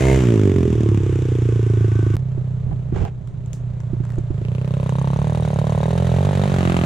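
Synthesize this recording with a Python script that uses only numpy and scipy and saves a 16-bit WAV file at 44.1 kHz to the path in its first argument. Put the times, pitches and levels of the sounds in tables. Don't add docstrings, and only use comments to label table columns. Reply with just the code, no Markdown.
import sys
import numpy as np
from scipy import signal
from scipy.fft import rfft, irfft, next_fast_len
from scipy.io import wavfile
from scipy.ndimage import uniform_filter1d

SR = 44100
rng = np.random.default_rng(int(sys.argv[2]) if len(sys.argv) > 2 else 0)


def generate_wav(sig):
    pcm = np.round(np.clip(np.atleast_2d(sig).T, -1, 1) * 32767).astype(np.int16)
    wavfile.write(sys.argv[1], SR, pcm)


N = 302085
TIME = np.arange(N) / SR
TRAIL_START_S = 2.157
PULSE_SIZE = 4096
PADDED = next_fast_len(N + PULSE_SIZE)
BINS_HZ = np.arange(PADDED // 2 + 1) * SR / PADDED
PULSE_HZ = np.arange(PULSE_SIZE // 2 + 1) * SR / PULSE_SIZE

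# (frequency [Hz], level [dB])
RUMBLE_COLOUR = [(28, -14.5), (65, -8.5), (130, -4.5), (220, -22.5), (1200, -50), (12000, -100)]
# (frequency [Hz], level [dB])
WOODY_COLOUR = [(400, -3), (1000, 3), (1800, 0.5), (3000, -27.5), (7500, -13), (14000, -44)]


def amp(db):
    return 10 ** (np.asarray(db) / 20)


def rms_one(x, axis=None):
    return x / np.sqrt(np.mean(x ** 2, axis=axis, keepdims=True) + 1e-20)


def at_hz(points, hz=BINS_HZ):
    point_hz, values = np.transpose(points)
    return np.interp(np.log(hz + 1), np.log(point_hz), values)


def filtered(x, response):
    return irfft(rfft(x, PADDED) * response, PADDED)[..., :N]


def drift(hz):
    return rms_one(filtered(rng.standard_normal(N), 1 / (1 + (BINS_HZ / hz) ** 2)))


def scatter(count, spread_db):
    return amp(spread_db * rng.standard_normal(count))


def noise(colour):
    # (frequency [Hz], likeness [0-1])
    likeness = [(60, 0.95), (700, 0.12), (2400, 0.69), (4500, 0.87), (8000, 0.054), (15000, 0.32)]
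    alike = at_hz(likeness)
    response = amp(at_hz(colour)) * np.sqrt([1 + alike, 1 - alike])
    mid, side = filtered(rng.standard_normal((2, N)), response)
    return np.array([mid + side, mid - side]) / mid.std()


def resonate(x, modes):
    out = 0
    for hz, width, db in modes:
        r = np.exp(-np.pi * width / SR)
        feedback = [1, -2 * r * np.cos(2 * np.pi * hz / SR), r * r]
        out = out + amp(db) * (1 - r * r) / 2 * signal.lfilter([1, 0, -1], feedback, x + 1e-18)
    return out


def ringing(modes):
    white = rng.standard_normal((2, N))
    out = 0
    for hz, width, db in modes:
        mode = [(hz, 1.4 * width, 0)]
        out = out + amp(db) * resonate(resonate(white, mode), mode)
    return rms_one(out)


def place(times, sounds):
    out = np.zeros(N)
    for s, sound in zip(times, sounds):
        i = int(np.clip(s * SR, 0, N - 1))
        out[i:i + len(sound)] += sound[:N - i]
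    return out


def bursts(times, gains, decay_s):
    return place(times, np.outer(gains, np.exp(-TIME[:PULSE_SIZE] / decay_s)))


def swell(peak_s, rise_s, fall_s):
    return np.exp(-np.maximum((peak_s - TIME) / rise_s, (TIME - peak_s) / fall_s))


def held(start_s, end_s, rise_s, fall_s):
    return np.exp(-np.maximum(start_s - TIME, 0) / rise_s - np.maximum(TIME - end_s, 0) / fall_s)


def lagged(x, lag_s):
    keep = np.exp(-1 / (lag_s * SR))
    return signal.lfilter([1 - keep], [1, -keep], x)


def firings(firing_hz, head_start):
    cycles = head_start + np.cumsum(firing_hz) / SR
    return np.flatnonzero(np.diff(np.floor(cycles)))


def blend(shapes, shares):
    return sum(np.outer(share, at_hz(shape, PULSE_HZ)) for shape, share in zip(shapes, shares))


def ports(x):
    # (frequency [Hz], level [dB])
    balance = [(60, -1.3), (180, -1.8), (400, -5), (700, -5), (1200, 4), (3000, 0)]
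    # (frequency [Hz], phase [radians])
    lead = [(100, -.03), (380, 0), (600, .7), (950, 1.6), (2200, 4.3)]
    left = amp(at_hz(balance) / 2) * np.exp(.5j * at_hz(lead))
    return filtered(x, np.array([left, 1 / left]))


def exhaust(at, rate, shape_db, boom_db, bark_db, uneven_db, echo_db, split_hz):
    chance = rng.standard_normal((len(at), 42))
    echoes = rms_one(uniform_filter1d(chance[:, 2:], size=12, axis=0))
    echo_bands = np.linspace(np.log(150), np.log(4000), 40)
    ripple = np.array([np.interp(np.log(PULSE_HZ + 1), echo_bands, echo) for echo in echoes])
    low = 1 / (1 + (PULSE_HZ / split_hz) ** 8)
    shape = amp(shape_db + echo_db * ripple * (1 - low)) / (1 + (PULSE_HZ / 4000) ** 4)
    boom = rms_one(shape * low, axis=1) * amp(boom_db + uneven_db / 2 * chance[:, 0])[:, None]
    bark = rms_one(shape * (1 - low), axis=1) * amp(bark_db + uneven_db * chance[:, 1])[:, None]
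    spectra = (boom + bark) * np.sqrt(SR / rate)[:, None]
    cepstrum = irfft(np.log(spectra + 1e-9))
    cepstrum[:, 1:PULSE_SIZE // 2] *= 2
    cepstrum[:, PULSE_SIZE // 2 + 1:] = 0
    return ports(place(at, irfft(np.exp(rfft(cepstrum)))))


def clatter(at, strength, steady, rise_s, decay_s, scatter_db):
    puffs = bursts(at, strength * scatter(len(at), scatter_db), decay_s)
    flutter = steady + lagged(puffs, rise_s)
    return flutter / np.sqrt(uniform_filter1d(flutter ** 2, SR // 8) + 1e-9)


def struck(at, strength, modes, scatter_db):
    out = 0
    for hz, width, db in modes:
        clicks = place(at, (strength * scatter(len(at), scatter_db))[:, None])
        out = out + resonate(resonate(clicks, [(hz, width, 0)]), [(hz, 4 * width, db)])
    return rms_one(out)


def bank_exhaust(at, rate, pull, revs, fired):
    # (time [s], extra bark [dB])
    stray_burns = [(.541, -5.5), (.655, 2), (.755, -2), (.782, -5.5), (.86, 1.5), (.915, 1.5)]
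    # (frequency [Hz], level [dB])
    pulling_tone = [(30, -37), (66, 17), (132, 19), (200, 2.5), (270, -6.5), (395, 3.5), (465, -4),
                    (535, -16), (610, -5.5), (720, -10.5), (800, -35), (920, -10.5), (1200, -41),
                    (3000, -58.5)]
    coasting_tone = [(30, -81), (55, -15), (103, 15), (150, -1.5), (205, 3.5), (360, -3), (460, -14.5),
                     (600, -27.5), (730, -45.5), (2000, -53)]
    idling_tone = [(30, -59), (58, -18), (86, -9.5), (112, 7.5), (145, -10.5), (210, -24.5), (275, -9.5),
                   (355, -1.5), (440, -8), (540, -23.5), (720, -42), (2000, -68)]
    pop_at, pop_db = np.transpose(stray_burns)
    pops = np.abs(at[:, None] - pop_at) < .5 / rate[:, None]
    burns = (at > 1.0) | pops.any(axis=1)
    unburnt = (1 - pull) * ~burns
    idling = burns * (1 - .83 * pull)
    shape = blend([pulling_tone, coasting_tone, idling_tone], [1 - unburnt - idling, unburnt, idling])
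    boom_db = -16.5 + 5 * swell(.28, rise_s=.03, fall_s=.02)[fired]
    bark_db = -30 + 11 * np.minimum(revs[fired] / .49, 1) + pops @ pop_db
    return exhaust(at, rate, shape, boom_db, bark_db, uneven_db=1.5, echo_db=3, split_hz=223), unburnt


def bank_clatter(at, pull, throttle, revs, crack, shut_s):
    # (frequency [Hz], level [dB])
    open_colour = [(600, -5), (920, -9), (1300, -15.5), (2100, -12), (3200, -19), (5100, -28),
                   (6800, -19.5), (10000, -31.5), (15700, -46)]
    shut_colour = [(400, -18), (650, -4.5), (1050, -4), (1500, -8), (2500, -10), (3570, -13.5), (4200, -24),
                   (6300, -17.5), (7600, -17.5), (8800, -27.5), (15700, -41.5)]
    # (frequency [Hz], width [Hz], level [dB])
    pipe_rings = [(1730, 100, -8), (2102, 87, -3), (2415, 74, -12)]
    roar_db = 8.5 * held(0, shut_s, rise_s=1, fall_s=.11)
    level = amp(-48.5 + 9 * np.sqrt(revs) + roar_db)
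    flutter = clatter(at, 1.13 + crack, steady=.78, rise_s=.00034, decay_s=.0024, scatter_db=1.5)
    casing = amp(2.5) * throttle * noise(open_colour) + amp(3) * (1 - throttle) * noise(shut_colour)
    front_pipe = amp(-19.5) * struck(at, pull ** 2, pipe_rings, scatter_db=3)
    return level * (flutter * casing + front_pipe) * amp([[.7], [-.7]])


def bodywork():
    # (frequency [Hz], width [Hz], level [dB])
    case_rings = [(1510, 59, 12), (1135, 110, 7), (1890, 60, -16)]
    panel_rings = [(1093, 100, 0)]
    case = amp(-42) * swell(TRAIL_START_S, rise_s=.6, fall_s=1) * ringing(case_rings)
    panel = amp(-45.5) * swell(.9, rise_s=.29, fall_s=.13) * ringing(panel_rings)
    return case + panel


def climbing_bike():
    pull_hz, idle_hz, shut_s, run_down_s, jitter_s = 65.77, 26.06, .188, .4945, .00009
    revs = np.exp(-np.maximum(TIME - shut_s, 0) / run_down_s)
    firing_hz = idle_hz + (pull_hz - idle_hz) * revs
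    throttle = .25 + .75 * held(0, .1474, rise_s=1, fall_s=.047)
    fired = firings(firing_hz, head_start=.519)
    rate, pull = firing_hz[fired], throttle[fired]
    at = fired / SR + jitter_s * pull * rng.standard_normal(len(fired))
    pipe, unburnt = bank_exhaust(at, rate, pull, revs, fired)
    crack = 4.2 * unburnt * (1 - revs[fired])
    return pipe + bank_clatter(at, pull, throttle, revs, crack, shut_s) + bodywork()


def wind():
    # (time [s], level [dB])
    gust_peaks = [(2.73, -22), (3.026, -14)]
    breeze = amp(np.where(TIME < TRAIL_START_S, -32.5, -33) + .67 * drift(1.8))
    gusts = sum(amp(db) * swell(s, rise_s=.04, fall_s=.014) for s, db in gust_peaks)
    return (breeze + gusts) * noise(RUMBLE_COLOUR) * amp([[-4.5], [2.5]])


def trail_speed():
    # (start [s], end [s], opening [0-1])
    blips = [(4.344, 4.772, .121), (4.87, 5.14, .152), (5.14, 5.398, .341), (5.554, 5.685, .326),
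             (5.772, 6.042, .485), (6.109, 6.298, .725), (6.364, 6.457, .8), (6.519, 6.795, .307)]
    throttle_span_hz, flywheel_s = 40, .253
    throttle = sum(opening * ((TIME >= start) & (TIME < end)) for start, end, opening in blips)
    idle_hz = 32.076 - 1.181 * (np.minimum(TIME, 4.3) - TRAIL_START_S)
    clutch_drag_hz = 11.25 * ((TIME >= 4.251) & (TIME < 4.336))
    firing_hz = idle_hz + lagged(throttle_span_hz * throttle - clutch_drag_hz, flywheel_s)
    return throttle, firing_hz * (TIME >= TRAIL_START_S)


def trail_tone(load, soft, close):
    # (frequency [Hz], level [dB])
    soft_tone = [(30, -39.5), (62, -21.5), (92, -10), (122, 6.5), (155, -6.5), (185, -13), (220, -34.5),
                 (310, -43), (400, -25.5), (510, -39.5), (600, -34.5), (750, -55), (2000, -61)]
    rolling_tone = [(35, -39.5), (70, 5), (105, -0.5), (136, 12.5), (172, 2.5), (208, -14), (310, -33.5),
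                    (410, -19.5), (485, -23.5), (590, -21.5), (730, -33.5), (1080, -18), (1380, -52),
                    (4000, -54)]
    driving_tone = [(40, -80.5), (85, 17.5), (130, 12), (172, 8.5), (215, -5), (295, -47), (415, -14),
                    (475, -12.5), (580, -10), (730, -15), (870, -11.5), (1200, -57.5), (1450, -59),
                    (4000, -59)]
    close_tone = [(44, -75), (88, 1), (175, 3.5), (265, -11.5), (395, -9), (445, -18), (600, -14),
                  (800, -17.5), (1000, -33.5), (1170, -15.5), (1400, -20), (4000, -33)]
    drive = np.maximum(2 * load - 1, 0)
    far = 1 - close
    shares = [soft * far, (1 - soft - drive) * far, drive * far, close]
    return blend([soft_tone, rolling_tone, driving_tone, close_tone], shares)


def gas_puffs(at, effort, soft):
    # (frequency [Hz], level [dB])
    bright_colour = [(500, -14), (950, -7.5), (1400, -11.5), (2800, -18), (3900, -19), (5000, -29),
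                     (7300, -25.5), (10800, -37), (15700, -45.5)]
    dull_colour = [(300, -30), (450, -11.5), (610, 0), (750, -8.5), (1900, -22), (3500, -30), (5300, -37),
                   (7200, -29.5), (11000, -55.5), (15700, -77)]
    muffled = .5 + .33 * soft
    gas = amp(6.5) * (1 - muffled) * noise(bright_colour) + amp(2) * muffled * noise(dull_colour)
    return gas * clatter(at, .35 + 1.1 * effort, steady=.67, rise_s=.0003, decay_s=.0046, scatter_db=4.5)


def valve_ticks(at, rate, soft):
    # (frequency [Hz], width [Hz], level [dB])
    valve_rings = [(1910, 190, 0), (2890, 150, -1), (3780, 120, 6.5), (5870, 79, 0), (6460, 99, 2.5),
                   (8770, 100, 2.5), (9570, 640, -8)]
    taps = at + .3 / rate + .00025 * rng.standard_normal(len(at))
    ticks = np.array([struck(taps, 1, valve_rings, scatter_db=5.5) for side in range(2)])
    return amp(-54.5 - 24.5 * soft) * ticks


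def trail_bike():
    # (time [s], load [0-1])
    load_curve = [(4.33, 0), (4.87, 0.42), (5.55, 0.66), (5.8, 0.75)]
    # (time [s], distance [m])
    approach = [(2.16, 29.7), (4.4, 22.4), (6.7, 5.6)]
    throttle, firing_hz = trail_speed()
    fired = firings(firing_hz, head_start=.857)
    at, rate = fired / SR, firing_hz[fired]
    load = np.interp(TIME, *np.transpose(load_curve))
    effort = load ** .36
    soft = np.maximum(1 - 2 * load, 0)
    nearness = np.minimum(5.85 / np.interp(TIME, *np.transpose(approach)), 1)
    close = np.maximum(nearness ** 3.06, .19)
    dip_db = -10 * swell(3.156, rise_s=.28, fall_s=.69)
    shape = trail_tone(load[fired], soft[fired], close[fired])
    boom_db = -22 + 3 * effort + dip_db
    bark_db = -45.5 + 20 * effort + 2.5 * throttle + 2.5 * close + dip_db
    bark_db += .09 * np.maximum(firing_hz - 39.1, 0)
    pipe = exhaust(at, rate, shape, boom_db[fired], bark_db[fired],
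                   uneven_db=.23, echo_db=2.5, split_hz=202.6)
    pipe *= amp(np.outer([-1, 1], .3 + .3 * soft))
    gas = nearness * amp(-38 + 3.5 * effort + .67 * dip_db) * gas_puffs(at, effort[fired], soft)
    valves = valve_ticks(at, rate, soft)
    rumble = amp(-28) * nearness * noise(RUMBLE_COLOUR)
    return pipe + gas + valves + rumble + engine_knock(fired)


def mount_bumps():
    # (time [s], level [dB])
    bumps = [(2.375, -21.5), (2.923, -16.5), (2.963, -22.5), (3.033, -23.5), (3.931, -18), (4.002, -25),
             (4.181, -17), (4.303, -18), (4.412, -27.5)]
    # (frequency [Hz], width [Hz], level [dB])
    mount_rings = [(355, 62, 36), (400, 55, -28), (243, 250, 3.5), (760, 110, -20.5)]
    at, db = np.transpose(bumps)
    push = np.hanning(int(.0037 * SR))
    knock = resonate(np.r_[push, np.zeros(PULSE_SIZE)], mount_rings)
    knocks = place(at, np.outer(amp(db), knock / np.abs(knock).max()))
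    thuds = lagged(bursts(at, amp(db + 3.5), decay_s=.013), lag_s=.0012) * noise(RUMBLE_COLOUR)
    return (knocks + thuds) * amp([[-7], [3.5]])


def housing_clacks():
    # (time [s], level [dB])
    hits = [(2.712, -31.5), (2.963, -37), (3.052, -23.5)]
    # (frequency [Hz], width [Hz], level [dB])
    housing_rings = [(753, 73, 2), (1590, 120, -19)]
    at, db = np.transpose(hits)
    return bursts(at, amp(db), decay_s=.012) * ringing(housing_rings) * amp([[-2], [2.5]])


def brush():
    # (frequency [Hz], level [dB])
    rub_colour = [(200, -46), (420, 4), (560, -11), (720, -4), (1000, -15), (3000, -25), (4500, -37),
                  (7500, -34.5), (14000, -76)]
    start_s, end_s, fade_db_per_s = 2.957, 3.083, 52
    level = amp(-34.5 - fade_db_per_s * np.maximum(TIME - start_s, 0) + 2.9 * drift(400))
    stroke = held(start_s, end_s, rise_s=.014, fall_s=.012)
    return level * stroke * noise(rub_colour) * amp([[-2], [2.5]])


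def dry_ticks():
    # (time [s], level [dB], body against that level [dB])
    snaps = [(3.274, -55.5, 12.5), (3.4606, -55, -14), (3.5318, -38.5, -11), (3.8035, -55, 18.5),
             (4.1854, -52, 1), (4.8933, -44, 16)]
    # (frequency [Hz], level [dB])
    front_colour = [(400, 1), (800, -7), (1500, -8), (3200, 6), (5000, -10), (7000, 11.5), (11000, -18),
                    (16000, -13)]
    tail_colour = [(1500, -5.5), (4500, -1), (7000, 9), (12000, -12)]
    at, db, body_db = np.transpose(snaps)
    front = bursts(at, amp(db + 9.5), decay_s=.00086) * noise(front_colour)
    tail = bursts(at, amp(db - 11), decay_s=.031) * noise(tail_colour)
    body = bursts(at, amp(db + body_db), decay_s=.0024) * noise(WOODY_COLOUR)
    return front + tail + body


def crackle():
    start_s, gap_s, count = 4.037, .0135, 10
    at = start_s + gap_s * (np.arange(count) + rng.uniform(-.2, .2, count))
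    return amp(-44.5) * bursts(at, scatter(count, spread_db=2.9), decay_s=.003) * noise(WOODY_COLOUR)


def engine_knock(fired):
    # (frequency [Hz], width [Hz], level [dB])
    ping_ring = [(2600, 420, 0)]
    strain = held(4.45, 4.9, rise_s=.02, fall_s=.08)[fired]
    pings = bursts(fired / SR, strain * scatter(len(fired), spread_db=2), decay_s=.0013)
    return amp(-36.5) * pings * ringing(ping_ring)


def scene():
    # (time [s], level [dB])
    switch_clicks = [(2.1554, -25), (2.1676, -17.5)]
    click_at, click_db = np.transpose(switch_clicks)
    bank_end, trail_start = click_at
    fade_s = .003
    on_bank = np.clip((bank_end - TIME) / fade_s + .5, 0, 1)
    on_trail = np.clip((TIME - trail_start) / fade_s + .5, 0, 1)
    clicks = bursts(click_at, amp(click_db), decay_s=.001)
    bikes = climbing_bike() * on_bank + trail_bike() * on_trail
    return bikes + clicks + mount_bumps() + housing_clacks() + brush() + dry_ticks() + crackle() + wind()


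def record(dry):
    cutoff_hz = 15800
    return signal.sosfilt(signal.ellip(10, .1, 80, cutoff_hz, fs=SR, output="sos"), dry)


dry = scene()
out = record(dry)
generate_wav(out)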